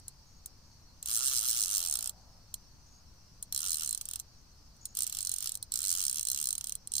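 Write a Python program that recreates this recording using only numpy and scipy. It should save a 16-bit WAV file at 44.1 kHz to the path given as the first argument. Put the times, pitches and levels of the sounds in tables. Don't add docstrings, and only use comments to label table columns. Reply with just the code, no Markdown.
import sys
import numpy as np
from scipy import signal
from scipy.fft import rfft, irfft
from scipy.io import wavfile
from scipy.ndimage import uniform_filter1d

SR = 44100
rng = np.random.default_rng(int(sys.argv[2]) if len(sys.argv) > 2 else 0)


def wav_record(signal):
    frames = np.transpose(np.atleast_2d(signal))
    bounded = np.clip(frames, -1, 1)
    quanta = np.round(bounded * 32767).astype(np.int16)
    wavfile.write(sys.argv[1], SR, quanta)


def gain_from_db(level_db):
    decades = np.asarray(level_db, float) / 20
    return 10 ** decades


N = 308700

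# f/Hz, density/dB per Hz
RUMBLE_COLOUR = [(8.8, -9), (15, -0.5), (70, -4.5), (179, -15.5), (447, -28.5), (501, -25.5), (616, -28),
                 (869, -26), (1230, -28), (2030, -35.5), (2800, -34.5), (3140, -37), (3600, -38.5),
                 (4680, -36), (7920, -120)]
# f/Hz, density/dB per Hz
HISS_COLOUR = [(2500, -25), (3800, -2), (7000, 0), (9800, -2.5), (10500, -9), (11300, -4.5), (15200, -5),
               (15800, -20), (17000, -50)]
# f/Hz, density/dB per Hz
CHORUS_COLOUR = [(2180, -26), (3700, -19), (4130, 0), (4470, 6), (5040, 2), (5280, 5), (6180, 5),
                 (6440, -4), (6780, -4), (7000, -66), (9100, -29), (15400, -120)]
RUMBLE_DB, HISS_DB, CHORUS_DB = -58, -71, -64.5
# f/Hz, likeness/1
PORT_LIKENESS = [(60, 0.88), (150, 0.94), (380, 0.39), (950, 0.7), (2380, 0), (5980, 0.0), (15000, 0.0)]
# f/Hz, left minus right/dB
PORT_LEAN = [(60, 2.3), (150, 0), (380, 0.45), (950, 1.7), (2380, 0.14), (5980, 0.28), (15000, 2)]
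# f/Hz, chirp rate/Hz, level/dB, left minus right/dB
SINGERS = [(6050, 12.5, -78, 4), (5450, 9.3, -79, .5), (4700, 11.3, -79, .5), (5900, 7.1, -81, -2),
           (4350, 8.4, -82, .5)]
# t/s, length/s, f/Hz, level/dB
TRILLS = [(0.258, 0.14, 6570, -71), (0.583, 0.16, 6460, -75), (1.037, 0.27, 6490, -63),
          (2.195, 0.11, 6550, -78), (2.854, .15, 6550, -67.5), (4.322, 0.11, 6500, -75),
          (4.62, 0.1, 6650, -95), (4.806, 0.13, 6690, -63)]

# t/s, level/dB
BREAKS = [(0.0818, -35), (0.4598, -36), (1.0273, -35), (2.5416, -30.5), (3.4267, -32), (3.5254, -28),
          (4.8551, -31.5), (4.9514, -36.7), (5.6271, -31.5), (5.7205, -27.5), (6.8737, -34), (6.9195, -32)]
BREAK_TEETH = [0, 1, 2, 108, 109, 110, 150, 151, 180, 181, 248, 249]
# tooth number, time per tooth/ms
SURGES = [
    [(3, 29.67), (4, 14.02), (6, 9.75), (16, 8.06), (24, 7.94), (28, 6.96), (47, 8.98), (54, 8.23)],
    [(55, 8.1), (71, 9.48), (74, 11.13), (83, 9.56), (97, 13.98), (98, 13.14), (102, 17.93), (106, 16.41),
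     (107, 22.16)],
    [(111, 21.38), (112, 14.16), (119, 11.08), (133, 12.9), (141, 18.62), (144, 40.79), (146, 24.43),
     (148, 24.7), (149, 43.83)],
    [(152, 19.99), (155, 14.06), (158, 28.38), (159, 27.74), (162, 18.96), (164, 22.83), (172, 20.5),
     (176, 15.31), (179, 35.24)],
    [(182, 17.83), (189, 11.08), (197, 10.82), (199, 11.61), (203, 10.18), (208, 13.76), (214, 15.13)],
    [(215, 13.46), (218, 12.64), (221, 24.0), (223, 14.63), (231, 13.37), (238, 17.14), (243, 31.57),
     (245, 25.72), (247, 33.2)],
    [(250, 18.44), (252, 12.48), (254, 15.13)],
]
SURGE_DB = [-29, -28.5, -29.5, -28.5, -28, -28, -28.5]
TOOTH_DB = [2.5, 3.2, -2.1, 0.1, -4, -1.5, -3, -2, -0.1, -1.1, -0.8, 0.3, 2.5, 2.5]
# t/s, level/dB
REBOUNDS = [(4.1018, -48.8), (4.1928, -42.4), (4.9763, -43.6), (5.0329, -25.9), (5.0755, -31.6),
            (5.1399, -45.3), (5.1588, -45.3), (5.2162, -35.8), (5.2598, -37.8), (5.3235, -34.9),
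            (5.4332, -44), (5.4332, -44), (5.4816, -41.8), (5.5434, -42.3), (5.5733, -41.0), (5.782, -39.4),
            (6.6587, -46.6), (6.6854, -41.5), (6.7049, -47.6)]
# t/s, level/dB
STRAYS = [(.0002, -56), (0.808, -83), (4.766, -62)]
TEETH = 14
# f/Hz, t60/s, left level/dB, right level/dB
REEL_MODES = [(4097, 0.026, -30, -19.5), (344, 0.0065, -45.5, -47.5), (916, 0.0037, -43.5, -42.5),
              (1207, 0.015, -38, -36), (1370, 0.019, -36, -30), (1690, 0.0085, -37.3, -34),
              (2253, 0.0095, -33.5, -32.5), (2750, 0.0071, -30.1, -27), (3245, 0.0049, -26.5, -21.6),
              (3825, 0.0027, -29, -22), (4170, 0.015, -22.5, -15), (4530, 0.0055, -22, -20),
              (5000, 0.007, -30.5, -15),
              (5564, 0.0046, -22.0, -11), (6160, 0.0038, -24, -8.5), (6740, 0.0033, -15.5, -10.5),
       (7495, 0.0033, -26, -7), (8250, 0.0024, -23, -4.5), (9046, 0.0039, -12, -2), (9680, 0.0017, -7, -11),
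       (9630, 0.0024, 1, -15.5), (11040, 0.0033, -15.5, -18.5), (11860, 0.0046, -11.5, -25),
       (12600, 0.0011, -13, -23.4), (13630, 0.0084, -16.5, -24), (14300, .003, -21, -36),
       (14970, 0.0035, -9.5, -32)]
GRIP_DB = [1.1, 1.1, 3, -1, -1, -2.7, -8]
# f/Hz, depth/dB
SWING = [(950, 8), (1330, 8), (1800, 4), (3000, 9), (4120, 2.4), (5500, 3.2), (8500, 1.6), (11000, 3.5)]
# f/Hz, slope/dB per octave
SPEED_GAIN = [(950, 6), (1370, 7), (3300, 3), (4120, 2.5), (4700, 5.5), (8500, 2.05), (11500, 3.5),
              (13500, 2.2)]
# f/Hz, density/dB per Hz
RUB_COLOUR = [(700, -29.5), (1300, 0.5), (2000, -4), (2550, -3), (2900, 8.5), (3300, 7.5), (6000, 12),
              (9000, 4), (10500, 10), (15300, 1.5), (16500, -23)]
RUB_SURGE_DB = [-2.2, -0.1, -2.3, 2.5, -0.9, -3.6, -7.5]

# t/s, level/dB
SWELL = [(1.1, -75), (1.4, -73), (1.85, -64.5), (2.12, -68), (2.38, -70), (2.52, -90)]
# f/Hz, density/dB per Hz
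SWELL_COLOUR = [(300, -30), (500, -9), (650, -1), (800, -1), (1000, -7), (1500, -30)]
# t/s, f/Hz, level/dB
BIRD = [(3.14, 2560, -95), (3.2, 2700, -82), (3.3, 2830, -82), (3.36, 2880, -95)]


def evened(x):
    return x / np.sqrt(np.mean(x ** 2) + 1e-20)


def read(points, hz):
    f, value = np.transpose(points)
    return np.interp(np.log(hz + 1), np.log(f + 1), value)


def ring(x, hz, t60_s):
    radius = 10 ** (-3 / (t60_s * SR))
    angle = 2 * np.pi * hz / SR
    poles = [1, -2 * radius * np.cos(angle), radius * radius]
    return signal.lfilter([2 * np.sqrt(1 - radius)], poles, x) * np.sin(angle)


def wash(colour, db, patchy_db):
    hz = np.fft.rfftfreq(1024, 1 / SR)
    a, b, c, d, patches = rng.standard_normal((N // 256 + 5, 513, 5)).T
    patches = uniform_filter1d(patches, size=6, axis=0)
    patches = evened(uniform_filter1d(patches, size=8, axis=1))
    same = np.clip(read(PORT_LIKENESS, hz), -1, 1)[:, None]
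    left = a + 1j * b
    right = same * left + np.sqrt(1 - same ** 2) * (c + 1j * d)
    lean_db = read(PORT_LEAN, hz)[:, None] / 2
    level_db = read(colour, hz)[:, None] + patchy_db * patches
    z = np.array([left, right]) * gain_from_db(level_db + np.array([lean_db, -lean_db]))
    noise = signal.istft(z, nperseg=1024, noverlap=768)[1][:, :N]
    return gain_from_db(db) * evened(noise)


def air():
    return wash(RUMBLE_COLOUR, RUMBLE_DB, patchy_db=.7) + wash(HISS_COLOUR, HISS_DB, patchy_db=.5)


def cricket_chorus():
    return wash(CHORUS_COLOUR, CHORUS_DB, patchy_db=3.0)


def far_crickets():
    t, out = np.arange(N) / SR, np.zeros((2, N))
    for hz, rate_hz, db, lean_db in SINGERS:
        drift = 0.18 * evened(uniform_filter1d(rng.standard_normal(N), size=20000))
        turns = rate_hz * t + drift + rng.random()
        chirps = np.maximum(np.sin(2 * np.pi * turns) + 0.34, 0)
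        line = evened(ring(rng.standard_normal(N), hz, t60_s=.008))
        out += gain_from_db(db + np.array([[lean_db], [-lean_db]]) / 2) * chirps * line
    return out


def spool():
    bind, bind_tooth = .08, 2
    uneven_per_octave, snap_db_per_octave = 0.13, 1.46
    knots, ms = np.concatenate(SURGES).T
    tooth = np.arange(int(knots[-1]) + 1)
    drag = 1 + bind * np.cos(2 * np.pi * (tooth - bind_tooth) / TEETH)
    gap_s = np.interp(tooth, knots, ms) / 1000 * drag
    pull = np.searchsorted(BREAK_TEETH, tooth, "right") - 1
    run_s = np.cumsum(gap_s)
    start_s, start_db = np.transpose(BREAKS)
    s = start_s[pull] + run_s - run_s[BREAK_TEETH][pull]
    octaves = np.log2(np.clip(1 / np.diff(s, prepend=0), 24, 150) / 70)
    surge = np.searchsorted([rows[-1][0] for rows in SURGES], tooth)
    height_db = np.take(TOOTH_DB, tooth % TEETH) * (1 + uneven_per_octave * octaves)
    db = np.take(SURGE_DB, surge) + height_db + snap_db_per_octave * octaves
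    db[BREAK_TEETH] = start_db
    return s, octaves, db, surge


def spring_blows(count):
    kinship = .5
    alike = .62
    t = np.arange(1800) / SR
    after_s = t - .002
    after_ms = after_s * 1000
    landed = after_s >= 0
    slip = gain_from_db(-7 + 12 * after_ms) * (after_s < 0)
    landing, chatter = gain_from_db(-44 * after_ms), gain_from_db(-6.5 - 5 * after_ms)
    blow = slip + landed * (landing + chatter)
    fade = np.clip((t[-1] - t) / .01, 0, 1)
    near_echoes = gain_from_db(-16.5 - 60 * t / .058) * fade * landed
    common, own, lumps = np.moveaxis(rng.standard_normal((count, len(t), 3)), 2, 0)
    common = evened(signal.lfilter([1], [1, -kinship], common, axis=0))
    own = evened(signal.lfilter([1], [1, -kinship], own, axis=0))
    lumps = gain_from_db(1.6 * evened(uniform_filter1d(lumps, size=14, axis=1)))
    left = alike * common + np.sqrt(1 - alike ** 2) * own
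    drive = np.array([left, common]) * (blow * lumps + near_echoes)
    first_contact = gain_from_db(11) * landed * np.exp(-np.maximum(after_s, 0) / .00002)
    return drive + first_contact


def reel():
    facing_tooth = 5.6
    grip_below_hz = 2000
    fft_size = 2560
    s, octaves, db, surge = spool()
    extra_s, extra_db = np.transpose(REBOUNDS + STRAYS)
    last_tooth = np.maximum(np.searchsorted(s, extra_s) - 1, 0)
    tooth = np.concatenate([np.arange(len(s)), last_tooth])
    s, db, octaves = np.append(s, extra_s), np.append(db, extra_db), octaves[tooth]

    hz, t60_s, left_db, right_db = np.transpose(REEL_MODES)[:, None]
    facing = np.cos(2 * np.pi * (tooth[:, None] - facing_tooth) / TEETH)
    share_db = read(SWING, hz) * facing + read(SPEED_GAIN, hz) * octaves[:, None]
    share_db += np.take(GRIP_DB, surge[tooth])[:, None] * (hz < grip_below_hz)
    share = gain_from_db(share_db + 1.5 * rng.standard_normal(share_db.shape))

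    f = np.fft.rfftfreq(fft_size, 1 / SR)
    width_hz = 2.2 / np.clip(t60_s.T, .002, .06)
    resonance = 1j * width_hz * f / (hz.T ** 2 - f ** 2 + 1j * width_hz * f)
    modes = resonance ** 2 / np.sqrt(width_hz)
    modes *= (-1.) ** np.arange(len(modes))[:, None]
    colour = np.array([(share * gain_from_db(port_db)) @ modes for port_db in (left_db, right_db)])
    clicks = irfft(rfft(spring_blows(len(s)), fft_size) * colour)
    first_power = np.mean(np.sum(clicks[:, :, 70:330] ** 2, axis=0), axis=1)
    clicks = clicks * (gain_from_db(db + 2.08) / np.sqrt(first_power))[:, None]

    out = np.zeros((2, N + 3000))
    for port, early in enumerate((111, 100)):
        start = np.round(s * SR).astype(int)[:, None] + 200 - early
        at = start + np.arange(clicks.shape[2])
        out[port] = np.bincount(at.ravel(), clicks[port].ravel(), out.shape[1])
    return out[:, 200:N + 200]


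def rub():
    rub_db, rub_db_per_octave = -51.5, 8
    s, octaves, _, surge = spool()
    ahead = np.minimum(np.searchsorted(s, np.arange(N) / SR), len(s) - 1)
    level_db = rub_db + rub_db_per_octave * octaves[ahead] + np.take(RUB_SURGE_DB, surge[ahead])
    level = gain_from_db(level_db) * ~np.isin(ahead, BREAK_TEETH)
    level = uniform_filter1d(level, size=900)
    grit = evened(gain_from_db(2.0 * evened(uniform_filter1d(rng.standard_normal(N), size=60))))
    return gain_from_db(np.array([[-3.5], [2.5]])) * level * grit * wash(RUB_COLOUR, db=5, patchy_db=2)


def near_cricket():
    t, out = np.arange(N) / SR, np.zeros((2, N))
    for start_s, length_s, hz, db in TRILLS:
        first = round(start_s * SR)
        part = slice(first, first + 8000)
        edge_s = np.minimum(t[part] - start_s, start_s + length_s - t[part])
        on = np.clip(edge_s / 0.0069, 0, 1)
        strokes = 1 + 0.57 * np.sin(2 * np.pi * 52 * t[part])
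        line = evened(ring(rng.standard_normal(len(on)), hz, t60_s=.035))
        out[:, part] += gain_from_db(db + np.array([[1.5], [-1.5]])) * on * strokes * line
    return out


def swell():
    s, db = np.transpose(SWELL)
    level = gain_from_db(np.interp(np.arange(N) / SR, s, db, -120, -120))
    return level * wash(SWELL_COLOUR, db=0, patchy_db=1)


def bird():
    s, hz, db = np.transpose(BIRD)
    t = np.arange(N) / SR
    phase = 2 * np.pi * np.cumsum(np.interp(t, s, hz)) / SR
    return gain_from_db(np.interp(t, s, db, -150, -150)) * np.sin(phase)


def scene():
    background = air() + cricket_chorus() + far_crickets() + near_cricket() + swell() + bird()
    return background + reel() + rub()


def band_limit(x):
    return signal.sosfilt(signal.butter(12, 16980, fs=SR, output="sos"), x)


def record(dry):
    dipped = 0.51 * dry + 0.41 * signal.lfilter(*signal.iirnotch(10600, 9, SR), dry)
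    lowpass = signal.firwin(301, 15800, window=("kaiser", 4), fs=SR)
    limited = signal.oaconvolve(dipped, lowpass[None], "same")
    return band_limit(limited - .0005)


dry = scene()
out = record(dry)
wav_record(out)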